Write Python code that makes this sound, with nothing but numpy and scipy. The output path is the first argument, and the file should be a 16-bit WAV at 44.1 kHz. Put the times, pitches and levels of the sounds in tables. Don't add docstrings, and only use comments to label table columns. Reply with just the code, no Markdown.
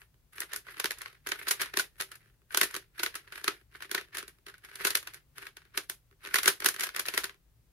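import sys
import numpy as np
from scipy import signal
from scipy.fft import rfft, irfft, next_fast_len
from scipy.io import wavfile
from scipy.ndimage import uniform_filter1d, map_coordinates

SR = 44100
rng = np.random.default_rng(int(sys.argv[2]) if len(sys.argv) > 2 else 0)


def wrap_up_sound(samples):
    columns = np.atleast_2d(samples).T
    tamed = np.clip(columns, -1, 1)
    steps = np.round(tamed * 32767).astype(np.int16)
    wavfile.write(sys.argv[1], SR, steps)


N = 340445

# t/s, level/dB, hollow thump re level/dB, brightness/dB, fall/ms
CLACKS = [(0.3826, -40.5, -18, -13, 1.8), (0.4053, -39, -12, 11.5, 0.63), (0.4191, -37, -35, -15, 4.8),
          (0.4341, -42, -12, -13, 0.74), (.5205, -46, -32, -11, .9), (0.5351, -35, -25, 4.5, 0.66),
          (0.5625, -38, -28, 8.5, 1.8), (.669, -50, -21, -20, 1), (0.6853, -44.5, -14, -21, 8.9),
          (0.7453, -52, -24, -25, 1.4), (0.77, -47.5, -12, -11.5, 2.1), (.8, -30.5, -24, -5, 3.2),
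          (0.8443, -27, -8.5, -7, 1.1), (.858, -27.5, -17, -4.5, 1.5), (0.9093, -30, -24, -5.5, 1.3),
          (.9182, -37.5, -30, -4, 1), (0.9866, -51.5, -25, 3, 2), (1.0106, -43, -24, -31, 1.5),
          (1.0182, -40, -33, -3.5, 2.4), (1.0603, -37, -31, -14, 0.47), (1.129, -58.5, -11, -9, 4.4),
          (1.2649, -41, -7.5, -23, 0.96), (1.2717, -34, -15, -2, 1.8), (1.2902, -39, -10, -1, 3.2),
          (1.3194, -26.5, -19, -12, 2.9), (1.359, -45.5, -18, -23, 1.3), (1.4153, -41, -20, -30, 1.3),
          (1.471, -36, -12, -11.5, 1.6), (1.4843, -31, -32, 3, 6.9), (1.511, -25.5, -20, 3.5, 6.5),
          (1.6097, -34, -13, -5, 0.95), (1.6171, -29, -17, 0, 5.2), (1.66, -44, -19, -8, 1.1),
          (1.688, -51, -23, -21, 1.1), (1.7397, -36, -9, -16, 2.5), (1.7729, -24, -10.5, -3, 1.6),
          (1.7899, -31.5, -14.5, 2, 0.63), (1.7966, -25, -20, -1, 8.1), (2.003, -33, -14.5, -6, 6.8),
          (2.0111, -33.5, -42, 0.5, 1.7), (2.022, -36.5, -28, -3, 1.6), (2.1178, -45.5, -41, -4, 3.5),
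          (2.1556, -52, -22.5, 1.5, 3.2), (2.508, -45, -24, -19, .7), (2.5256, -51, -21, -5, 1.1),
          (2.5477, -25.5, -19.5, -6, 1.6), (2.5743, -23.5, -15.5, 2.5, 1.9), (2.6142, -19, -17, -5.5, 2.4),
          (2.6328, -27.5, -9, 1.5, 10), (2.7112, -49, -25, 2, 2.3), (2.7435, -35.5, -15, -3, 1.4),
          (2.7518, -35.5, -15.5, -5, 1.4), (2.7651, -36, -9.5, -2, 3.2), (2.996, -33.5, -14.5, -7.5, 5),
          (3.0341, -27, -14.5, -0.5, 3.6), (3.0626, -28.5, -26, -8, 2), (3.1552, -38, -17, -1, 5.8),
          (3.2772, -52.5, -22, -20, 2), (3.3238, -42.5, -19, -9.5, 1.5), (3.3274, -44.5, -40, -17, 2.3),
          (3.358, -42.5, -15, -9, 2.5), (3.379, -40.5, -31, -13, 1.3), (3.4148, -49, -13, -7, 1.3),
          (3.444, -33.5, -16, -1.5, 0.62), (3.4805, -22, -11.5, -10.5, 2.1), (3.751, -46, -14, -32, 1.9),
          (3.8069, -45.5, -16, -18, 1.3), (3.8237, -38.5, -24, -7, 2.2), (3.8473, -48.5, -12, -20, 1.9),
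          (3.8955, -50.5, -7, -12, 1.8), (3.9153, -31.5, -12, -1.5, 1.2), (3.9489, -26, -13, -9.5, 2.5),
          (3.9795, -31.5, -13, -13.5, 5.6), (4.0128, -44.5, -12, -8, 1.9), (4.1497, -40, -31, -4.5, 9),
          (4.172, -35.5, -22, -5.5, 0.65), (4.1847, -37.5, -14, -0.5, 12), (4.2289, -43.5, -6.5, -7, 0.39),
          (4.2812, -49.5, -8, 1.5, 1.6), (4.295, -58, -4.5, -4, 2.9), (4.467, -44.5, -9, -8.5, 3.4),
          (4.4842, -47.5, -10, -9, 6.5), (4.4992, -51.5, -19, -8, 1.4), (4.5418, -49, -22, -13, 1.9),
          (4.5822, -61.5, -22, -1, 1.4), (4.649, -48.5, -27, -4.5, 3.4), (4.7574, -43, -18, 0, 2),
          (4.802, -42, -8, -16, 1.7), (4.8095, -39.5, -17, -18, 1.1), (4.8178, -43, -29, -9, 14),
          (4.8507, -24, -10, -2, 5.2), (4.871, -27.5, -17, -0.5, 11), (4.9058, -31.5, -16, -0.5, 5.3),
          (4.9534, -22, -21.5, -0.5, 2.9), (4.9726, -37.5, -17, 4, 2.8), (5.029, -48.5, -33, -3, 1.5),
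          (5.074, -38, -38, -7.5, 3.5), (5.1376, -51, -36, -1, 0.67), (5.1448, -46, -28, 1.5, 2.4),
          (5.3834, -42, -19, -6, 0.25), (5.421, -63, -16, 2, 1.3), (5.4552, -51, -21, -10, .9),
          (5.469, -40, -26, -10.5, 2.9), (5.5699, -45, -16, -8, 1.6), (5.6192, -58, -23.5, -13, 1.5),
          (5.748, -50, -11, -28, 3.4), (5.7764, -26, -16, -3.5, 3.2), (5.8992, -34, -18.5, 3.5, 1.2),
          (6.2513, -41, -16.5, -13, .9), (6.261, -41.5, -27, -11, 2.7), (6.2736, -40, -10, -9, 2.4),
          (6.311, -45.5, -17, -19, 2.5), (6.3434, -20.5, -21.5, -2.5, 2.3), (6.358, -22.5, -27, -4, 6.1),
          (6.3864, -26.5, -19, -6, 4.6), (6.4327, -32, -29, 1, 3.3), (6.4592, -24.5, -11.5, -1.5, 1.9),
          (6.4793, -17, -15.5, -0.5, 5.8), (6.6041, -38.5, -13, -1.5, 1.6), (6.6228, -36, -16, -14, 1.1),
          (6.6463, -29, -16, 0, 1.5), (6.661, -20, -14.5, -1, 3.5), (6.688, -27, -18.5, 4, 2.4),
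          (6.743, -42.5, -13, 0, 3.8), (6.7637, -39.5, -18, -5, 1.5), (6.797, -37, -24, 0, 3),
          (6.8088, -31.5, -21, 3.5, 1.7), (6.8245, -40, -30, 4, 4.3), (6.8367, -30.5, -42, 0, 7.1),
          (6.8695, -39, -39, -2, 1.6), (6.8915, -38, -33, -10, 1.3), (6.9491, -38.5, -24, -10, 0.7),
          (6.9639, -31, -28, -1.5, 2.6), (6.9962, -30, -17.5, 1, 3), (7.0066, -37, -21, -15, .9),
          (7.056, -38, -34, -12, 2.7), (7.0633, -40, -19, 3, 1.8), (7.0856, -28.5, -18.5, -5.5, 2.65),
          (7.1397, -35, -7, -6.5, 4.2), (7.1474, -39.5, -22, -1, 2.9), (7.178, -22, -18, -1.5, 1.7),
          (7.237, -39, -12, -5, .8), (7.2423, -31, -19, -3, 3.1), (7.2559, -46, -32, -1, 1.3),
          (7.296, -43, -18, -13, 0.99)]
# t/s, level/dB
FINGER_TAPS = [(0.144, -70), (1.958, -65.5), (2.219, -71), (2.26, -64.5), (2.3, -68.5), (2.419, -70.5),
               (3.272, -62), (3.614, -63.5), (4.086, -64), (4.109, -68), (4.387, -67), (4.623, -72),
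               (4.64, -61), (5.653, -63), (6.113, -64), (6.128, -65), (7.345, -61.5)]
# f/Hz, level/dB
PLASTIC_EQ = [(260, -38), (450, -17), (847, -21), (928, -15), (1530, -5.5), (1770, -5.5), (1940, -8.5),
              (3290, -10), (7100, -11.5), (7650, -17), (10500, -6), (15300, -18), (16500, -39.5)]
# f/Hz, width/Hz, level/dB
PIECE_MODES = [(917, 50, -7.5), (1114, 81, -7.5), (1300, 26, -3.5), (1490, 56, 2), (1630, 46, -10),
               (1932, 280, -2.5), (2270, 44, -9), (2730, 93, -14), (3140, 46, -12.5), (4150, 730, -7)]
# f/Hz, width/Hz, level/dB
CORE_MODES = [(392, 29.2, 2.5), (320, 49, -6), (187, 58, -17), (634, 450, -18.5)]
# f/Hz, level/dB
LINGER_EQ = [(300, 1.5), (800, 3), (1600, 1.5), (3000, 1), (7000, -2), (12000, -2.5)]
# f/Hz, left-right likeness
CONTACT_LIKENESS = [(300, 0.81), (700, 0.92), (1400, 0.35), (3000, 0.043), (7000, 0.074)]
# t/s, length/s, level/dB, brightness/dB
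TURNS = [(-.02, .02, -65.5, 10.5), (0.336, .02, -65, 7), (0.358, .08, -57, 7.5), (0.505, .06, -53, -6.5),
         (0.671, .11, -57, 2.5), (.79, .12, -64, 5), (.97, .11, -58, -0.5), (1.1, .06, -73.5, -4.5),
         (1.265, .17, -53, 3.5), (1.471, .07, -48, -4), (1.605, .04, -45.5, 0), (1.657, .03, -68, 0),
         (1.76, .07, -51, 5), (1.991, .05, -57, 8), (2.116, .03, -62, 1.5), (2.2, .1, -77, 2),
         (2.52, .06, -53.5, 8), (2.59, .07, -48, 1), (2.707, .09, -58.5, 0.5), (2.95, .02, -70.5, -2),
         (2.981, .03, -53.5, 3), (3.02, .05, -52.5, 2.5), (3.142, .02, -48.5, 0), (3.282, .03, -65, 0),
         (3.332, .04, -54.5, 4), (3.38, .05, -64, 3), (3.456, .08, -53, 1), (3.715, .03, -75, -5.5),
         (3.746, .02, -61, 3), (3.814, .03, -60.5, 0), (3.909, .11, -56, -1.5), (4.137, .08, -51, -7),
         (4.28, .03, -72, 5.5), (4.468, .05, -62.5, -2), (4.53, .07, -77, -7.5), (4.639, .12, -58.5, 0),
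         (4.791, .18, -51.5, 2.5), (5.032, .07, -64.5, 2.5), (5.135, .02, -59, -2.5), (5.363, .1, -56, 2.5),
         (5.57, .04, -70, -4.5), (5.63, .06, -75.5, -4), (5.738, .02, -62, -7.5), (5.762, .05, -57.5, 8),
         (5.909, .02, -65, 13), (6.205, .03, -70, -2), (6.241, .09, -54, 1.5), (6.351, .07, -47, 1.5),
         (6.44, .07, -44.5, 7), (6.622, .09, -49.5, 0), (6.797, .07, -44, 1), (6.949, .05, -50, -4),
         (7.069, .06, -51.5, 3.5), (7.141, .07, -47, 4), (7.221, .05, -57, -1)]
# f/Hz, level/dB
RUB_EQ = [(300, -49), (500, -27), (900, -20), (1400, -4.5), (1800, -2.5), (2300, -6.5), (3300, -12.5),
          (6300, -14.5), (7700, -25), (11000, -15), (15300, -28.5), (16500, -46)]
# f/Hz, t60/s
ROOM_DECAY = [(200, 0.24), (530, 0.16), (1400, 0.098), (3700, .16), (9700, 0.14)]
# f/Hz, left-right likeness
ROOM_LIKENESS = [(300, 0.67), (1000, 0.47), (2500, 0.073)]
# f/Hz, level/dB
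AIR_EQ = [(15, -55), (25, -15.5), (55, -5), (70, -8), (97, -21.5), (111, -5), (130, -15), (145, -11),
          (157, -17.5), (195, -24), (796, -35), (7920, -41.5), (16000, -38)]
# f/Hz, left-right likeness
AIR_LIKENESS = [(30, 0.97), (150, 0.77), (500, 0.63), (3000, 0.077)]

SIZE, LEAD = 3072, 800
RISE_MS, RISE_SHARE = .8, 0.17
TAP_HOLLOW_DB, TAP_BRIGHT_DB, TAP_FALL_MS = -4, -12, 0.89
TICK_DB, TICK_SCATTER_DB, TICK_SHARE = 3.5, 3, .75
TICK_HOLLOW_DB, TICK_BRIGHT_DB, TICK_FALL_MS = -23, -14.5, 1.6
ATTACK_DB_PER_S, RELEASE_DB_PER_S = 999, 301.5
AIR_DB, TOP_HZ = -69.5, 16900
LAG_S = .00007


def clacks():
    start_s, level_db, hollow_db, bright_db, rise_ms, fall_ms = contacts()
    t, hz = (np.arange(SIZE) - LEAD) / SR, np.fft.rfftfreq(SIZE, 1 / SR)
    rise, fall = np.clip(rise_ms, .1, 6) / 1000, np.clip(fall_ms, .2, 9) / 1000
    envelope = np.where(t < 0, np.exp(t / rise) + 0.16 * np.exp(t / 0.0032), np.exp(-t / fall))
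    noise = rng.standard_normal((3, len(start_s), SIZE))
    grains = amp(2.5 * np.clip(noise[2], -3, 2)) * noise[:2]
    grains[0, :, LEAD] = 3
    rattle = ports(*rfft(envelope * grains), along(CONTACT_LIKENESS, hz))
    scoop = along([(750, 1.5), (1300, 0.1), (2200, 0.13), (3500, 0.89), (6000, 0.85), (8500, 0.14)], hz)
    thin_db = 0.14 * np.clip(level_db + 33.5, -30, 0) * scoop
    colour = causal(along(PLASTIC_EQ, hz) + bright_db * treble(hz) + thin_db)
    spectrum = rattle * colour * piece_rings(hz, len(start_s))
    body_power = uniform_filter1d(np.mean(irfft(spectrum * (hz < 6000)) ** 2, axis=0), size=130)
    snap = irfft(spectrum) * amp(level_db) / np.sqrt(body_power.max(axis=1, keepdims=True))
    spread = np.roll(irfft(colour * causal(along(LINGER_EQ, hz))), LEAD, axis=1)
    spread *= np.sqrt(np.sum(snap ** 2, axis=(0, 2)) / 2 / np.sum(spread ** 2, axis=1))[:, None]
    thump = amp(level_db + hollow_db) * core_thump(t, hz)
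    at = (np.round(start_s * SR).astype(int) - LEAD + np.arange(SIZE)).ravel()
    place = lambda hits: np.bincount(at, hits.ravel(), N + SIZE)[:N]
    direct = np.array([place(snap[0] + thump * amp(3)), place(snap[1] + thump * amp(-2))])
    return direct, place(spread + 0.59 * thump)


def contacts():
    taps = [(t, db, TAP_HOLLOW_DB, TAP_BRIGHT_DB, TAP_FALL_MS) for t, db in FINGER_TAPS]
    hits = list(CLACKS) + taps + ticks(per_turn=2)
    t, level_db, hollow_db, bright_db, fall_ms = np.transpose(hits)[..., None]
    return t, level_db, hollow_db, bright_db, RISE_MS + RISE_SHARE * fall_ms, fall_ms


def piece_rings(hz, count):
    ring_hz, width_hz, ring_db = np.transpose(PIECE_MODES)[..., None]
    rings = 1j * hz * width_hz / (ring_hz ** 2 - hz ** 2 + 1j * hz * width_hz)
    strengths = amp(ring_db.T + 6.2 * rng.standard_normal((count, len(PIECE_MODES))))
    return 0.91 + 0.73 * strengths @ rings


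def core(hz):
    return sum((-1) ** k * amp(db) * 1j * hz * width / (centre ** 2 - hz ** 2 + 1j * hz * width)
               for k, (centre, width, db) in enumerate(CORE_MODES))


def core_thump(t, hz):
    push = np.abs(t) * np.exp(-np.abs(t) / 0.00032) * (t > 0)
    knock = irfft(rfft(push) * core(hz))
    return knock / np.abs(knock).max()


def rub():
    body_gain, top_gain = turn_envelopes()
    slips = amp(2.1 * wobble(760) + 4.2 * wobble(120))
    grit = unit(slips * rng.standard_normal((2, N)))
    grit = irfft(ports(*rfft(grit), along(CONTACT_LIKENESS, np.fft.rfftfreq(N, 1 / SR))), N)
    hz = np.fft.rfftfreq(SIZE, 1 / SR)
    crossover = treble(hz) ** 3
    body_filter = irfft(causal(along(RUB_EQ, hz) - 30 * crossover))[None]
    top_filter = irfft(causal(along(RUB_EQ, hz) - 30 * (1 - crossover)))[None]
    faces = signal.fftconvolve(grit * body_gain, body_filter, axes=1)[:, :N]
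    faces += signal.fftconvolve(grit * top_gain, top_filter, axes=1)[:, :N]
    return faces / np.linalg.norm(body_filter) + amp(8.5) * filtered(grit * body_gain, core)


def turn_envelopes():
    t, body, top = np.arange(N) / SR, np.zeros(N), np.zeros(N)
    for start, length, rub_db, bright_db in TURNS:
        attack_db = ATTACK_DB_PER_S * np.clip(start - t, 0, 1)
        release_db = RELEASE_DB_PER_S * np.clip(t - start - length, 0, 1)
        gain = amp(rub_db - attack_db - release_db)
        body += gain
        top += gain * amp(bright_db)
    return body, top


def ticks(per_turn):
    when, chance = np.transpose(rng.random((len(TURNS), per_turn, 2)), (2, 0, 1))
    start, length, rub_db, _ = np.transpose(TURNS)[..., None]
    times = np.clip(start + TICK_SHARE * when * length, LEAD / SR, None)
    level_db = rub_db + TICK_DB - TICK_SCATTER_DB * np.log(chance + .02)
    return [(t, db, TICK_HOLLOW_DB, TICK_BRIGHT_DB, TICK_FALL_MS)
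            for t, db in zip(times.ravel(), level_db.ravel())]


def room(send):
    wet, step = np.zeros((2, N + SR)), SR // 10
    for start in range(0, N, step):
        hz, t, noise = signal.stft(rng.standard_normal((2, SR // 3)), SR, nperseg=128)
        noise = ports(*noise, along(ROOM_LIKENESS, hz)[:, None])
        decay = amp(-60 * t / along(ROOM_DECAY, hz)[:, None])
        tail = signal.istft(noise * decay, SR, nperseg=128)[1]
        tail *= 1 - np.exp(-np.arange(tail.shape[1]) / (0.00066 * SR))
        answer = signal.fftconvolve(send[None, start:start + step], tail / np.linalg.norm(tail[0]), axes=1)
        wet[:, start:start + answer.shape[1]] += answer
    return wet[:, :N]


def ventilation():
    hz = np.fft.rfftfreq(N, 1 / SR)
    noise = ports(*rfft(rng.standard_normal((2, N))), along(AIR_LIKENESS, hz))
    bed = unit(irfft(noise * amp(along(AIR_EQ, hz)), N))
    lean_left = amp([[.9], [-.9]])
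    return amp(AIR_DB + 0.43 * wobble(7.5)) * bed * lean_left


def amp(db):
    return 10 ** (np.asarray(db) / 20)


def unit(x):
    return x / np.sqrt(np.mean(x ** 2) + 1e-20)


def along(points, hz):
    f, value = np.transpose(points)
    return np.interp(np.log(hz + 1), np.log(f + 1), value)


def treble(hz):
    return along([(2200, 0), (4500, 0.4), (8000, 0.99)], hz)


def wobble(rate):
    return map_coordinates(rng.standard_normal(int(N * rate / SR) + 4), [np.arange(N) * rate / SR])


def filtered(x, response):
    size = next_fast_len(N + SR // 2)
    return irfft(rfft(x, size) * response(np.fft.rfftfreq(size, 1 / SR)), size)[..., :N]


def causal(db):
    cepstrum = irfft(np.log(amp(db) + 1e-6))
    half = cepstrum.shape[-1] // 2
    cepstrum[..., 1:half] *= 2
    cepstrum[..., half + 1:] = 0
    return np.exp(rfft(cepstrum))


def ports(a, b, likeness):
    angle = np.arccos(np.clip(likeness, -1, 1)) / 2
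    mid, side = np.cos(angle) * a, np.sin(angle) * b
    return np.array([mid + side, mid - side])


def scene():
    snaps, clack_send = clacks()
    slide = rub()
    near = filtered(snaps + slide, lambda hz: np.exp(-1j * np.pi * hz * LAG_S * np.array([[1], [-1]])))
    return near + amp(-6) * room(clack_send + slide[0]) + ventilation()


def record(dry):
    rounded = dry / (1 + np.abs(dry / .7) ** 3) ** (1 / 3)
    return filtered(rounded, lambda hz: amp(along([(15700, 2.5), (16100, -13.5)], hz)) * (hz < TOP_HZ))


dry = scene()
out = record(dry)
wrap_up_sound(out)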